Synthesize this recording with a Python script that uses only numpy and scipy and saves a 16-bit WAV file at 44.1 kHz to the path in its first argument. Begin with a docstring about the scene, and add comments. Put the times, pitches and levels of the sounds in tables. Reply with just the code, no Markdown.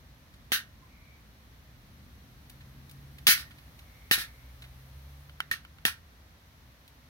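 """Electric fly swatter in a small room

An electric fly swatter, close by, discharges in sharp snaps that ring its wire mesh and flood a
small hard room. In between, weaker sparks pop and tick on the mesh and the plastic frame creaks.
Under them lie a soft room hiss, a low rumble, faint whistles and the hum of a distant engine
that twice gathers speed. The mesh rings on faintly after the loudest snap."""
import sys
import numpy as np
from scipy import signal
from scipy.fft import rfft, irfft, next_fast_len
from scipy.io import wavfile

SR = 44100
rng = np.random.default_rng(int(sys.argv[2]) if len(sys.argv) > 2 else 0)


def wav_out(sig):
    """Save sig, one row per channel (or a flat mono array), as 16-bit PCM at SR to the path in sys.argv[1]."""
    wavfile.write(sys.argv[1], SR, np.round(np.clip(np.atleast_2d(sig).T, -1, 1) * 32767).astype(np.int16))


N = 312669
TIME = np.arange(N) / SR  # seconds since the start
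AGE = np.arange(SR // 2) / SR  # seconds since a spark

# tone colours of the room air, the far rumble and a low murmur: (frequency [Hz], level [dB])
AIR_COLOUR = [(150, -34), (250, -11.5), (379, -18.5), (536, -13.5), (842, -15), (1110, -14), (1420, -16),
              (1870, -14.5), (2690, -19.5), (4230, -19), (4940, -24), (5880, -22.5), (7360, -31.5),
              (12600, -22.5), (15800, -26)]
RUMBLE_COLOUR = [(15, -71.5), (24, -35.5), (32, -18.5), (42, -5), (54, -1.5), (68, 4), (98, -8), (150, -27),
                 (400, -100)]
MURMUR_COLOUR = [(50, -55.5), (85, -5.5), (125, 1.5), (188, -6), (249, -6.5), (382, -21), (450, -25),
                 (600, -52), (1000, -110)]
# when each of those grows louder and sinks back: (start [s], rise [s], hold [s], fall [s])
AIR_SWELL = (1.2, 2.3, 1.7, 0.26)
RUMBLE_SWELL = (1.42, 0.51, 3.8, 1.26)
MURMUR_SWELL = (1.75, 0.2, 1.45, 0.55)
# how alike left and right are, for background and echoes: (frequency [Hz], likeness [-1 to 1])
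BACKGROUND_LIKENESS = [(60, 0.98), (150, 0.89), (380, 0.93), (950, -0.053), (2380, -0.058), (5980, -0.028),
                       (15000, 0.01)]
ECHO_LIKENESS = [(150, 0.48), (700, 0.36), (1400, 0.15), (2000, -0.0035), (4000, -0.35), (10000, 0.084)]
# faint whistles and, in the third row, the mesh's lingering ring after the loudest snap:
# (start [s], length [s], pitch [Hz], spread [Hz], level [dB])
WHISTLES_AND_RING = [(0.8, 0.092, 1027, 45, -65), (0.85, 0.4, 2280, 202, -65), (3.41, 0.14, 1860, 80, -63),
                     (3.748, .85, 2190, 192, -65)]
# the engine speeding up:
# (loudest moment [s], firing rate then [Hz], speed growth [1/s], firing tone [dB], octave above [dB])
ENGINE_PULLS = [(2.95, 68.53, .11, -66.5, -54), (4.97, 67.04, .175, -50, -54)]
# tone colour of the room's echoes, and the extra colour of a pop's echo: (frequency [Hz], level [dB])
ECHO_COLOUR = [(60, -18), (180, -12), (550, -22), (1050, -12.5), (1400, -0.5), (1820, -0.5), (2100, -0.5),
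               (4000, 2.5), (6000, -0.5), (7200, -10), (8800, -8), (11000, -5), (16000, -7.5)]
POP_ECHO_COLOUR = [(1500, 15), (3000, 4), (8000, -7)]
# how long the room echoes: (frequency [Hz], time to fade by 60 dB [s])
ECHO_FADE = [(150, 0.051), (500, 0.15), (1400, 0.22), (4000, 0.17), (8000, 0.16), (15000, 0.14)]
# tone colours of a spark's crack and of its push of hot air: (frequency [Hz], level [dB])
CRACK_COLOUR = [(100, -44.5), (900, -16), (1400, 0), (2500, 5.5), (4000, 4), (6000, -10.5), (7500, -8.5),
                (11000, -12.5), (16000, -11)]
THUMP_COLOUR = [(40, -23.5), (120, -4.5), (240, -2), (450, -3), (620, -2.5), (900, -7), (1500, -35.5),
                (4000, -47.5)]
# ringing of a pop, a snap and the plastic frame, and faint high tones that linger after a snap:
# (pitch [Hz], level [dB], time to fade by 60 dB [s])
POP_TONES = [(1090, -16.5, 0.018), (1420, 1, 0.0097), (2170, -4.5, 0.0097), (2800, -3.5, 0.01),
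             (3040, -8.5, 0.028), (4340, -14.5, 0.012)]
SNAP_TONES = [(1340, -13.5, 0.021), (1851, 1.5, 0.029), (2320, -14.5, 0.035), (3780, -13.5, 0.004)]
FRAME_TONES = [(230, -13.5, .016), (740, -1, 0.025), (950, -10.5, .018)]
AFTER_TONES = [(1880, -28.5, .55), (3290, -16, .22), (3999, -17.5, .18), (4290, -7, 0.17)]
# tiny sparks and creaks of the frame: (time [s], level [dB], brightness [dB per octave])
TICKS = [(0.338, -57.5, 0), (2.4973, -47.5, 4.5), (2.607, -57, -3), (2.8948, -51.5, 4),
         (2.9123, -50.5, 4.5), (3.184, -49.5, 1), (3.5080, -52, -3.5), (3.584, -54.5, -1),
         (3.7903, -50.5, 1.5), (4.621, -47.5, 0), (4.6400, -53, -3), (6.8778, -54, 4.5)]
# dull pops on the mesh: (time [s], level [dB])
POPS = [(5.295, -37), (5.4033, -12), (5.6494, -33.5), (5.7846, -41.5), (5.8812, -17.5)]
# full discharges:
# (time [s], crack [dB], ring [dB], thump [dB], echo [dB], time the noisy tail stays level [s])
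SNAPS = [(0.5193, -19.5, -24, -27, -26, 0.029), (3.2687, -9, -33, -36, -17, 0.05),
         (3.2789, -13, -31, -32, -30, 0.0057), (3.2869, -22, -13, -26.5, -40, 0.0084),
         (3.3782, -31, -46, -59, -41, 0.031), (4.1116, -15, -12, -22, -21.5, 0.026),
         (4.1800, -45.5, -31, -37, -34.5, 0.037), (5.513, -23.5, -12.5, -42.5, -33, .0065),
         (5.5360, -44.5, -20.5, -45, -61, .01), (5.8522, -14, -15.5, -25.5, -26.5, 0.017)]
# how much louder the swatter is on the left: (frequency [Hz], left minus right [dB])
LEFT_BOOST = [(100, 9), (400, 3), (1300, 1), (2000, -6), (4200, -3.5), (6500, 1), (8500, 7), (11000, 14.5),
              (16000, 10.5)]


def gain(db):
    """Turn decibels into a number to multiply by."""
    return 10 ** (np.asarray(db) / 20)


def normalised(x):
    """Scale a signal to an average strength (rms) of 1."""
    return x / np.sqrt(np.mean(x ** 2) + 1e-20)


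def look_up(table, hz):
    """Read between the rows of a (frequency, value) table, spacing octaves evenly."""
    frequencies, values = np.transpose(table)
    return np.interp(np.log(hz + 1), np.log(frequencies + 1), values)


def filtered(x, response):
    """Multiply each frequency in x by response(hz)."""
    n = x.shape[-1]
    padded = next_fast_len(n + SR // 10)
    return irfft(rfft(x, padded) * response(np.fft.rfftfreq(padded, 1 / SR)), padded)[..., :n]


def coloured(x, colour, size=2048):
    """Give x a tone colour with a minimum-phase filter, so that nothing sounds early."""
    cepstrum = irfft(np.log(gain(look_up(colour, np.fft.rfftfreq(size, 1 / SR)))))
    cepstrum[1:size // 2] *= 2  # fold the late half onto the early half
    cepstrum[size // 2 + 1:] = 0
    pulse = irfft(np.exp(rfft(cepstrum)))
    return signal.fftconvolve(x, pulse / np.linalg.norm(pulse))[:len(x)]


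def brightened(x, db_per_octave):
    """Tilt x towards the treble; a negative tilt dulls it."""
    return filtered(x, lambda hz: gain(db_per_octave * np.log2((hz + 200) / 4000)))


def stereo_noise(n, colour, likeness=BACKGROUND_LIKENESS):
    """Coloured noise: one part is the same on both sides, the other is opposite."""
    def blend(hz):
        angle = np.arccos(look_up(likeness, hz)) / 2
        return gain(look_up(colour, hz)) * [np.cos(angle), np.sin(angle)]
    same, opposite = filtered(rng.standard_normal((2, n)), blend)
    return normalised(np.array([same + opposite, same - opposite]))


def from_left(x, lag_s=0.00017):
    """A close sound reaches the left side first."""
    return np.array([x, filtered(x, lambda hz: np.exp(-2j * np.pi * hz * lag_s))])


def add(track, start, sound):
    """Mix a sound into the track at a start time in seconds."""
    part = track[:, round(start * SR):][:, :sound.shape[-1]]
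    part += sound[..., :part.shape[-1]]


def swell(start, rise, hold, fall):
    """A curve from 0 up to 1 and back."""
    return np.interp(TIME, start + np.cumsum([0, rise, hold, fall]), [0, 1, 1, 0])


def room_hiss(split_hz=8000):
    """Soft room air and a fine high hiss swell together."""
    air = normalised(filtered(stereo_noise(N, AIR_COLOUR), lambda hz: hz < split_hz))
    hiss = normalised(filtered(stereo_noise(N, AIR_COLOUR), lambda hz: hz >= split_hz))
    lift = swell(*AIR_SWELL)
    return gain(-62 + 2 * lift) * air + gain(-69 + 4.5 * lift) * hiss


def far_rumble(sink_db_per_s=0.55, bump_hz=6.1):
    """A rumble and a low murmur swell and slowly sink; the murmur grows bumpy as it swells."""
    bumps_db = normalised(filtered(rng.standard_normal(N), lambda hz: np.exp(-(hz / bump_hz) ** 2)))
    rumble = gain(-57 + 3 * swell(*RUMBLE_SWELL)) * stereo_noise(N, RUMBLE_COLOUR)
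    murmur = gain(-60 + (4 + bumps_db) * swell(*MURMUR_SWELL)) * stereo_noise(N, MURMUR_COLOUR)
    return gain(-sink_db_per_s * TIME) * (rumble + murmur)


def whistles_and_ring():
    """Narrow bands of noise fade in and out: faint whistles and the mesh's lingering ring."""
    out = np.zeros((2, N))
    for start, length, pitch, spread, db in WHISTLES_AND_RING:
        n = round(length * SR)
        band = filtered(rng.standard_normal((2, n)), lambda hz: np.exp(-((hz - pitch) / spread) ** 2))
        add(out, start, gain(db) * normalised(band) * signal.windows.tukey(n))
    return out


def engine(rise_db_per_s=11.5, fade_db_per_s=14.5):
    """Each pull speeds up, swells and fades; only the two lowest tones come through the walls."""
    out = np.zeros(N)
    for loudest, firing_hz, growth, firing_db, octave_db in ENGINE_PULLS:
        t = TIME - loudest
        phase = 2 * np.pi * np.cumsum(firing_hz * np.exp(growth * t)) / SR
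        effort = gain(np.minimum(rise_db_per_s * t, -fade_db_per_s * t))
        out += effort * (gain(firing_db) * np.sin(phase) + gain(octave_db) * np.sin(2 * phase))
    return np.sqrt(2) * out


def room_echo(hold_s, sag_db=1.5, rise_s=0.0028, uneven_db=3.5):
    """A noisy tail stays almost level for the hold time, then each band dies at its own speed."""
    noise = stereo_noise(len(AGE), ECHO_COLOUR, ECHO_LIKENESS)
    hz, t, bands = signal.stft(noise, SR, nperseg=256)
    fall_db = 60 * np.maximum(t - hold_s, 0) / look_up(ECHO_FADE, hz)[:, None]
    fall_db += sag_db * np.minimum(t / hold_s, 1)
    walls_db = uneven_db * rng.standard_normal((len(hz), 1))  # walls favour some bands, cancel others
    _, tail = signal.istft(bands * gain(walls_db - fall_db), SR, nperseg=256)
    return tail[:, :len(AGE)] * (1 - np.exp(-AGE / rise_s))


def ring(tones, rise_s):
    """A set of fading tones, their levels a little different each time."""
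    sound = np.zeros(len(AGE))
    for hz, db, fade_s in tones:
        sound += gain(db + rng.normal(0, 1) - 60 * AGE / fade_s) * np.sin(2 * np.pi * hz * AGE)
    return sound * (1 - np.exp(-AGE / rise_s))


def mesh_resonance(echo, pitch_hz=1825, width_hz=120):
    """Returning sound keeps the mesh ringing, as strongly as the echo that drives it."""
    rung = filtered(echo, lambda hz: 1j * hz * width_hz / (pitch_hz ** 2 - hz ** 2 + 1j * hz * width_hz))
    return rung * np.linalg.norm(echo) / np.linalg.norm(rung)


def crack(length_s):
    """A spark jumps: a moment of bright noise."""
    fade = np.exp(-(AGE / length_s) ** 2)
    burst = rng.standard_normal(len(AGE)) * fade
    burst *= np.linalg.norm(fade) / np.linalg.norm(burst)
    return coloured(burst, CRACK_COLOUR)


def ticks():
    """Tiny sparks leak between the wires; the longer, duller sounds are the frame creaking."""
    out = np.zeros((2, N))
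    for start, db, brightness in TICKS:
        direct = from_left(crack(length_s=0.011 * np.exp(-0.12 * brightness)))
        echo = gain(-15) * room_echo(hold_s=0.006)
        add(out, start, gain(db) * brightened(direct + echo, brightness))
    return out


def pops():
    """Weak discharges ring briefly and hardly wake the room."""
    out = np.zeros((2, N))
    for start, db in POPS:
        direct = ring(POP_TONES, rise_s=0.00095) + gain(-17) * crack(length_s=0.0032)
        echo = filtered(room_echo(hold_s=0.005), lambda hz: gain(look_up(POP_ECHO_COLOUR, hz)))
        add(out, start, gain(db) * (from_left(direct) + gain(-38) * echo))
    return out


def snaps(push_s=0.0004):
    """The stored charge empties across the mesh: a crack, a push of hot air, ringing and echoes."""
    out = np.zeros((2, N))
    push = coloured(np.exp(-AGE / push_s), THUMP_COLOUR)
    for start, crack_db, ring_db, thump_db, echo_db, hold_s in SNAPS:
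        spark = gain(crack_db) * crack(length_s=0.0026)
        thump = gain(thump_db) * push / np.abs(push).max()
        ringing = gain(ring_db) * ring(SNAP_TONES, rise_s=0.0015)
        knock = gain(thump_db - 2) * ring(FRAME_TONES, rise_s=0.0011)
        add(out, start, from_left(spark + thump + ringing + knock))
        echo = brightened(room_echo(hold_s), 2.5 + 0.1161 * echo_db)  # louder echoes are brighter
        mesh = gain(-7.5) * mesh_resonance(echo[0])
        after_tones = gain(-2) * ring(AFTER_TONES, rise_s=0.0083)
        add(out, start, gain(echo_db) * (echo + from_left(mesh + after_tones)))
    return out


def scene():
    """The swatter over its background; the left side faces it and catches more of its top treble."""
    sparks = snaps() + pops() + ticks()
    swatter = filtered(sparks, lambda hz: gain(np.outer([0.5, -0.5], look_up(LEFT_BOOST, hz))))
    return room_hiss() + far_rumble() + whistles_and_ring() + engine() + swatter


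def record(dry, ceiling=0.68, top_hz=15950, edge_hz=500):
    """Round off the tallest peaks and cut the very highest treble."""
    rounded = dry / (1 + (dry / ceiling) ** 4) ** 0.25
    ramp = lambda hz: np.clip((top_hz - hz) / edge_hz + 0.5, 0, 1)
    return filtered(rounded, lambda hz: np.sin(np.pi / 2 * ramp(hz)) ** 2)


dry = scene()
out = record(dry)
wav_out(out)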